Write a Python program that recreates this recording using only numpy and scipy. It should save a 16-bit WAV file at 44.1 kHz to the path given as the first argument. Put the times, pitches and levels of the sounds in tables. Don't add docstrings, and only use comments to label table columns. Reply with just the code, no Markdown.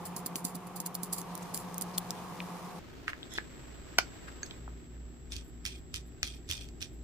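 import sys
import numpy as np
from scipy import signal
from scipy.fft import rfft, irfft, next_fast_len
from scipy.io import wavfile
from scipy.ndimage import uniform_filter1d

SR = 44100
rng = np.random.default_rng(int(sys.argv[2]) if len(sys.argv) > 2 else 0)


def wrap_up_sound(samples):
    columns = np.atleast_2d(samples).T
    tamed = np.clip(columns, -1, 1)
    steps = np.round(tamed * 32767).astype(np.int16)
    wavfile.write(sys.argv[1], SR, steps)


N = 310199

FAST, FAST_END_S = 3, 2.792
PRESS_S = .007
# start_s, scratch_db, spin_s (at true speed), thump_db
STROKES = [(0.055, -37, 0.15, -64), (0.1637, -36, 0.18, -41), (.261, -31.5, 0.046, -32.5),
           (0.3568, -36, 0.21, -34), (.447, -31, 0.25, -29), (0.55, -36, 0.073, -34),
           (.669, -46.5, 0.045, -60), (0.761, -37, 0.12, -60), (0.803, -36, .05, -39),
           (.860, -33, 0.066, -54), (0.948, -39, .05, -54), (1.031, -33, 0.17, -33.5),
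           (1.1282, -26, 0.25, -56), (1.181, -34.5, 0.18, -56), (1.543, -34, 0.29, -36),
           (1.816, -35, .05, -36), (5.32, -42, 0.08, -48.5), (5.357, -52, 0.091, -36.5),
           (5.653, -45, 0.15, -43.5), (5.945, -40.5, 0.045, -38), (6.231, -44, 0.17, -38),
           (6.493, -40, 0.062, -35), (6.516, -41, 0.18, -42), (6.812, -41.5, 0.074, -40)]


def undb(db):
    return 10 ** (np.asarray(db) / 20)


def unit(x):
    return x / np.sqrt(np.mean(x ** 2))


def times(length_s):
    return np.arange(int(length_s * SR)) / SR


def speed_at(s):
    return np.where(s < FAST_END_S, FAST, 1)


def add(out, s, x):
    start = max(int(s * SR), 0)
    out[:, start:start + x.shape[1]] += x[:, :max(N - start, 0)]


def colour(x, points, speed=1):
    hz, db = np.transpose(points)
    size = next_fast_len(x.shape[-1])
    pitches = np.fft.rfftfreq(size, 1 / SR) / speed + 1e-3
    gain = undb(np.interp(np.log(pitches), np.log(hz), db))
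    return unit(irfft(rfft(x, size) * gain, size)[..., :x.shape[-1]])


def drift(per_s):
    hold = int(SR / per_s)
    steps = np.repeat(rng.standard_normal(N // hold + 1), hold)
    return 1.18 * uniform_filter1d(uniform_filter1d(steps, hold), hold)[:N]


def place(x, pan_db, delay):
    left, right = np.broadcast_to(x, (2, x.shape[-1]))
    late_left = np.pad(left, (delay, 0))[:len(left)]
    return np.array([late_left * undb(pan_db / 2), right * undb(-pan_db / 2)])


def peak_of(x, window):
    return np.sqrt(uniform_filter1d(np.mean(x ** 2, 0), size=window, mode="constant").max())


def noise(t, apart=1, shared=1):
    return apart * rng.standard_normal((2, len(t))) + shared * rng.standard_normal(len(t))


def friction(t, slips_per_s, spread_db, slip_s=.0024, steady=.4):
    slipping = rng.random(len(t)) < slips_per_s / SR
    slips = slipping * undb(spread_db * np.clip(rng.standard_normal(len(t)), -2, 1.5))
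    power = signal.lfilter([1], [1, -np.exp(-2 / (slip_s * SR))], slips ** 2)
    return (unit(np.sqrt(power)) + steady) * noise(t, shared=.36)


def ring(t, modes):
    return sum(undb(db) * np.exp(-np.pi * width * t) * np.cos(2 * np.pi * hz * t) * (-1) ** k
               for k, (hz, width, db) in enumerate(modes))


def resonate(x, modes, speed=1):
    ringing = ring(times(.05) * speed, modes)
    return unit(signal.fftconvolve(x, ringing[None], axes=1)[:, :x.shape[1]])


def room_air(tone, db, wide_hz):
    mid, side = rng.standard_normal((2, N))
    side = colour(side, [(wide_hz / 4, -9), (wide_hz, -1), (wide_hz * 2, 0)])
    return colour(np.array([mid + side, mid - side]), tone) * undb(db + 1.26 * drift(per_s=2.6))


def mains_hum(t, fast_gain_db=2, stereo_spread=.62, wavers_per_s=10):
    # pitch_hz, level_db (before the gain), unsteadiness
    tones = [(57, -53.5, .3), (60.02, -50.5, .3), (120.2, -65, .6), (135.5, -66, .4), (168.7, -63, .25),
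             (240.3, -61.5, .05), (355, -72.5, .12), (375.4, -71.5, .15)]
    # time_s, gain_db
    swell = [(2.8, -12), (3.1, -10), (3.2, -5), (4.45, -5), (4.65, 2), (5.5, 1.5), (6.5, -1), (7, 1)]
    clock = np.cumsum(speed_at(t)) / SR
    hum = 0
    for hz, db, unsteady in tones:
        targets = rng.standard_normal((2, 256)) + 1j * rng.standard_normal((2, 256))
        mid, side = (np.interp(clock * wavers_per_s, np.arange(len(row)), row) for row in targets)
        waver = unsteady * (mid + stereo_spread * np.array([side, -side]))
        hum = hum + undb(db) * unit(np.real((1 + waver) * np.exp(2j * np.pi * hz * clock)))
    return hum * undb(np.where(t < FAST_END_S, fast_gain_db, np.interp(t, *np.transpose(swell))))


def whine(t, pitch_hz=7680):
    level_db = np.interp(t, [2.8, 3.19, 3.24, 4.5, 4.7, 7], [-77, -76, -64, -61, -66.5, -67])
    return unit(np.sin(2 * np.pi * pitch_hz * t)) * undb(level_db) * (t >= FAST_END_S)


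def background(t):
    # pitch_hz, level_db
    fast_tone = [(20, -26), (35, -0.5), (70, -4), (130, 6), (250, 2.5), (400, 3.5), (560, -4), (850, 4.5),
                 (1150, 3.5), (1450, -8.5), (2400, -12.5), (4500, -22), (8000, -23), (15000, -26)]
    # pitch_hz, level_db
    true_tone = [(25, 7.5), (45, 1), (85, 1.5), (130, 2.5), (190, -10), (290, 0), (390, -2.5), (500, -17),
                 (800, -19), (1300, -64), (3000, -42), (7000, -36.5), (9500, -47), (15000, -40)]
    fast_air = room_air(fast_tone, db=-47, wide_hz=4200)
    true_air = room_air(true_tone, db=-53, wide_hz=1430)
    air = np.where(t < FAST_END_S, fast_air, true_air)
    outside_dip = np.abs(t - FAST_END_S - .004) > .004
    return (air + mains_hum(t) + whine(t)) * uniform_filter1d(outside_dip * 1., 64)


def desk_echo(x, speed, echo_db=-14, fade_s=.14):
    t = times(.3)
    tone = [(200, -12), (2500, -12), (7000, -10), (15000, -24)]
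    tail = colour(rng.standard_normal((2, len(t))), tone, speed)
    tail = tail * np.exp(-np.log(1000) * t * speed / fade_s) * (t * speed > .003)
    tail = tail / np.sqrt(np.sum(tail ** 2) / 2)
    return x + undb(echo_db) * signal.fftconvolve(x, tail, axes=1)[:, :N]


def sliding(t):
    # time_s, level_db
    levels = [(0, -82), (1.25, -59), (1.4, -52.5), (4.5, -50.5), (4.7, -57.5), (5.2, -60)]
    # pitch_hz, level_db
    tone = [(300, 16.5), (900, 5), (1700, 5), (2600, 1), (3400, -0.5), (4500, -4), (7000, -8.5),
            (10000, -19.5), (15000, -14)]
    rub = friction(t, slips_per_s=900, spread_db=4.8, steady=.93)
    rub = np.where(t < FAST_END_S, colour(rub, tone, FAST), colour(rub, tone))
    return rub * undb(np.interp(t, *np.transpose(levels)))


def brushes(sharpness=3.2):
    # middle_s, level_db, half_length_s, pitch_hz
    touches = [(1.315, -60.5, .029, 4140), (1.429, -47, 0.0064, 7500), (2.184, -57, 0.027, 3200),
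               (3.093, -40.5, 0.016, 1730), (1.95, -52, .012, 5000), (3.373, -44.5, 0.016, 3600),
               (4.284, -46, 0.011, 1430), (4.464, -47.5, 0.0032, 5000)]
    sweeps = [(s + .13, -68, .017, 13000) for s, *_ in STROKES if s > FAST_END_S]
    out, t = np.zeros((2, N)), times(.4)
    middle = t[-1] / 2
    for s, db, half_s, hz in touches + sweeps:
        rub = friction(t, slips_per_s=530, spread_db=2.6, steady=.91)
        swish = unit(signal.lfilter(*signal.iirpeak(hz, sharpness, fs=SR), rub))
        add(out, s - middle, swish * undb(db) * np.exp(-((t - middle) / half_s) ** 2))
    return out


def contacts(rows, width, scatter, sharpness, order, gain_db=0):
    out, t = np.zeros((2, N)), times(.06)
    for s, db, hz, pan_db, fade_s, ring_gain in rows:
        blow = scatter * noise(t, apart=.7, shared=1.25) * np.exp(-t / fade_s)
        blow[:, 0] = 1
        edges_hz = [hz / (1 + width), min(hz * (1 + width), .42 * SR)]
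        crack = signal.sosfilt(signal.butter(order, edges_hz, "band", fs=SR, output="sos"), blow)
        click = crack + ring_gain * signal.lfilter(*signal.iirpeak(hz, sharpness, fs=SR), crack)
        click = click / peak_of(click, window=66) * undb(db + gain_db)
        add(out, s, place(click, pan_db, delay=int(6 / speed_at(s))))
    return out


def metal_clicks(fade_s=.0012, ring_gain=2):
    # start_s, level_db (before the gain), pitch_hz, pan_db
    touches = [(1.2156, -29, 10000, -3), (1.3527, -31, 9600, -15.5), (1.377, -32, 9800, 4),
               (1.5755, -24.5, 10100, 6), (1.7432, -30, 8700, 1), (1.781, -21.5, 13500, -2),
               (1.8118, -26, 9100, -13.5), (1.8225, -23, 9600, -2), (1.978, -25, 8200, 2),
               (1.982, -14, 12800, 3), (2.1068, -24, 11600, 1), (3.338, -37, 6840, -12)]
    rows = [(*touch, fade_s, ring_gain) for touch in touches]
    return contacts(rows, width=.98, scatter=.36, sharpness=15, order=2, gain_db=-5.5)


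def taps():
    # start_s, level_db, pitch_hz, pan_db, fade_s, ring_gain
    bumps = [(.357, -36, 2300, 0, .0004, .2), (.357, -34, 4700, 2, .0005, 1),
             (.952, -39, 5000, 8, .0009, 1), (1.981, -33, 4200, 15, .0012, 2),
             (2.1066, -29, 5430, -1, .0011, 3), (2.4035, -31, 2450, -1, .0003, 2.5),
             (3.0803, -23, 1900, -5, .0003, .6), (3.1325, -30, 1700, -6, .0004, 1),
             (3.230, -36, 3380, 4.5, .0008, 12), (3.379, -35, 3200, -5, .002, 1),
             (3.380, -39, 320, 0, .0003, 3), (3.3845, -38, 850, -1, .0003, 1),
             (3.3842, -23, 1670, -1.5, .0002, 25), (4.431, -33, 1660, -4, .0006, 5),
             (4.510, -38.5, 3130, -6.5, .00078, 2), (4.678, -40, 990, 0, .0015, 3),
             (6.230, -30, 1300, -2, .0004, .2), (6.2304, -25.5, 5600, -2, .0006, 7)]
    return contacts(bumps, width=.55, scatter=.22, sharpness=9, order=3)


def shaft_scrape(start_s=3.295, end_s=3.39, level_db=-47.5, rise_s=.03, fall_s=.01):
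    # pitch_hz, width_hz, level_db
    modes = [(1500, 300, -2), (1980, 120, -5), (3390, 70, 0), (3950, 200, -5), (5370, 100, -6),
             (6680, 100, -8), (9350, 270, -10), (11300, 200, -13)]
    out, t = np.zeros((2, N)), times(end_s - start_s)
    press = np.minimum(t / rise_s, 1) * np.minimum((end_s - start_s - t) / fall_s, 1)
    singing = resonate(friction(t, slips_per_s=900, spread_db=3), modes)
    add(out, start_s, place(singing * press * undb(level_db), pan_db=-4, delay=4))
    return out


def shaft_ping(start_s=4.431, gain_db=-34.5):
    out = np.zeros((2, N))
    ping = ring(times(.2), modes=[(4410, 99, -1.5), (6420, 47, 3), (6620, 150, 4)])
    add(out, start_s, place(ping * undb(gain_db), pan_db=-7, delay=0))
    return out


def spool(crack_s=.0021, crack_db=-1.5, ring_db=14.5):
    # start_s, gain_db
    blows = [(3.9835, -26.4), (3.98552, -15.7), (3.98688, -24.4), (3.98823, -25.3), (3.98977, -27.9),
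             (3.996, -36)]
    # pitch_hz, width_hz, level_db
    modes = [(270, 250, -22), (520, 200, -29), (760, 170, -17), (1060, 120, -17), (1470, 170, -12),
             (1976, 50, -24), (2335, 220, -11.5), (2509, 22, -31), (3000, 200, -20), (3160, 40, -28),
             (4290, 220, -17), (5001, 22, -36), (5300, 400, -21), (6150, 220, -21), (12600, 300, -27)]
    # pitch_hz, level_db
    tone = [(150, -2), (500, 0), (1000, 2), (1800, 3), (3000, 3), (5500, 4), (9000, -8), (15000, -16)]
    out, t = np.zeros((2, N)), times(.2)
    for s, db in blows:
        crack = colour(noise(t), tone) * np.exp(-t / crack_s)
        blow = crack * undb(crack_db) + ring(t, modes) * undb(ring_db)
        add(out, s, place(blow * undb(db), pan_db=-2, delay=4))
    return out


def nut_modes(s):
    # pitch_hz, width_hz, level_db
    nut_tones = [(2450, 120, -6), (3260, 110, -1.5), (3610, 130, -5.5), (4270, 130, -5), (4860, 160, -8),
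                 (5350, 200, -2.5), (5950, 250, -2.5), (8480, 250, -7)]
    # pitch_hz, width_hz, level_db
    holder_tones = [(1500, 180, -8), (1730, 140, -7)]
    return list(nut_tones) + (list(holder_tones) if s < FAST_END_S else [])


def spin_db(left_s, level_db=-44.5, at_left_s=.19, steepness=1.16):
    return level_db + 20 * steepness * np.log10(np.maximum(left_s, 1e-6) / at_left_s)


def rattles(count=10, per_s=55, over_spin_db=4, spread_db=2.5, pan_db=-3):
    rows = []
    for s, _, spin_s, _ in STROKES:
        moments = PRESS_S + np.cumsum(rng.exponential(1 / per_s, size=count))
        for after_s, luck in zip(moments, rng.standard_normal(count)):
            db = spin_db(spin_s - after_s) + over_spin_db + spread_db * luck
            rows.append((s + after_s / speed_at(s), db, pan_db))
    return rows


def nut_ticks(snap_s=.0006, ring_db=-12, spread_db=3, lowest_hz=1350):
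    # start_s, level_db, pan_db
    knocks = [(0.0541, -32, 3), (0.0699, -34, -3), (0.1644, -29, -11), (0.1678, -33, -6), (0.261, -28, -1),
              (0.2671, -30, -7), (0.3571, -24, -1), (0.3615, -30, -3), (0.4445, -32, -3),
              (0.4509, -25, -14), (0.4549, -31, -2), (0.5556, -33, -8), (0.7626, -32, -4),
              (0.8023, -22.5, -4), (0.8623, -31, -4), (0.8703, -33, -3), (0.945, -34, -3),
              (0.9525, -22, -3), (1.034, -28, -4), (1.129, -24, -2), (1.1846, -32, 0), (1.5403, -33, -7),
              (1.5449, -27, 0), (1.5688, -33, 0), (1.8209, -27, -6), (5.3212, -34, 2), (5.3306, -38, 1),
              (5.3391, -42, -8), (5.3583, -40, 0), (5.3653, -36, -13), (5.6529, -26, -5), (5.6625, -28, -6),
              (5.6696, -38, -1), (5.6745, -34, -3), (5.6808, -38, -3), (5.9419, -27, -1), (5.9537, -35, -1),
              (5.9602, -31, -9), (5.9665, -38, -3), (5.9726, -41, -6), (6.2303, -20, 1), (6.2523, -39, -5),
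              (6.2687, -36, -5), (6.2758, -36, -4), (6.282, -39, 3), (6.4901, -34, -1), (6.5012, -31, 0),
              (6.5122, -25.5, -12), (6.5237, -31, -4), (6.5343, -34, -4), (6.5694, -40, -3),
              (6.5775, -40, -6), (6.611, -42, 2), (6.6229, -45, -3), (6.688, -44, -4), (6.816, -34, 0),
              (6.826, -31, -11), (6.834, -39, -4), (6.8441, -43, -3)]
    # pitch_hz, level_db
    tone = [(300, -14), (1800, -8), (2600, 1), (4300, 0), (5900, 1), (6900, -9), (8500, -5), (10000, -17),
            (15000, -17)]
    out, t = np.zeros((2, N)), times(.03)
    for s, db, pan_db in list(knocks) + rattles():
        speed = speed_at(s)
        snap = colour(noise(t, apart=.5), tone, speed) * np.exp(-t * speed / snap_s)
        modes = [(hz, width, mode_db + spread_db * rng.standard_normal())
                 for hz, width, mode_db in nut_modes(s)]
        low_cut = signal.butter(4, lowest_hz * speed, "high", fs=SR, output="sos")
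        tick = signal.sosfilt(low_cut, snap + ring(t * speed, modes) * undb(ring_db))
        tick = tick / peak_of(tick, window=30) * undb(db)
        add(out, s, place(tick, pan_db, delay=int(8 / speed)))
    return out


def nut_strokes(turns_per_s=32, wobble_depth=.24, thump_hz=80, thump_s=.0087):
    # pitch_hz, level_db
    scratch_tone = [(300, -7), (1100, -10), (1700, 0.5), (2400, -3.5), (3300, 7), (4300, 0), (5500, 2.5),
                    (6500, -1), (7500, -1), (9200, -1), (10500, -7), (15000, -15)]
    # pitch_hz, level_db
    hiss_tone = [(300, -25), (1200, 2), (2000, 7.5), (3300, 8), (5500, 5.5), (7000, 3), (9000, 12),
                 (10000, -9), (12000, -3), (15000, -12)]
    swell_s, fade_s, slips_per_s, slip_s = .008, .023, 550, .0008
    scratch_ring, spin_ring = .7, 1.8
    out, lead_s = np.zeros((2, N)), .05
    for s, scratch_db, spin_s, thump_db in STROKES:
        speed, modes = speed_at(s), nut_modes(s)
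        t = (times(.4) - lead_s) * speed - PRESS_S
        press = np.exp(np.minimum(t, 0) / swell_s - np.maximum(t, 0) / fade_s)
        grit = friction(t, slips_per_s * speed, spread_db=4, slip_s=slip_s / speed, steady=.3)
        rasp = colour(grit, scratch_tone, speed) + scratch_ring * resonate(grit, modes, speed)
        scratch = unit(rasp) * press * undb(scratch_db)

        coast = (t > 0) * undb(spin_db(spin_s - t))
        wobble = 1 + wobble_depth * np.sin(2 * np.pi * turns_per_s * t + rng.uniform(0, 2 * np.pi))
        rub = friction(t, slips_per_s * speed, spread_db=.86, slip_s=slip_s / speed)
        rub = colour(rub, hiss_tone, speed)
        spin = unit(rub + spin_ring * resonate(rub, modes, speed)) * coast * wobble

        thump = np.sin(2 * np.pi * thump_hz * t) * np.exp(-np.abs(t) / thump_s) * undb(thump_db)
        add(out, s - lead_s, place(scratch + spin + thump, pan_db=-2.5, delay=int(10 / speed)))
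    return out


def scene():
    t = np.arange(N) / SR
    handling = metal_clicks() + taps() + nut_strokes() + nut_ticks()
    handling += spool() + shaft_ping() + shaft_scrape() + brushes() + sliding(t)
    fast_part = desk_echo(handling * (t < FAST_END_S), speed=FAST)
    true_part = desk_echo(handling * (t >= FAST_END_S), speed=1)
    return fast_part + true_part + background(t)


def record(dry):
    low_hz, top_hz = 22, 15400
    dry = signal.sosfilt(signal.butter(2, low_hz, "high", fs=SR, output="sos"), dry)
    return signal.sosfilt(signal.ellip(10, .2, 80, top_hz, fs=SR, output="sos"), dry)


dry = scene()
out = record(dry)
wrap_up_sound(out)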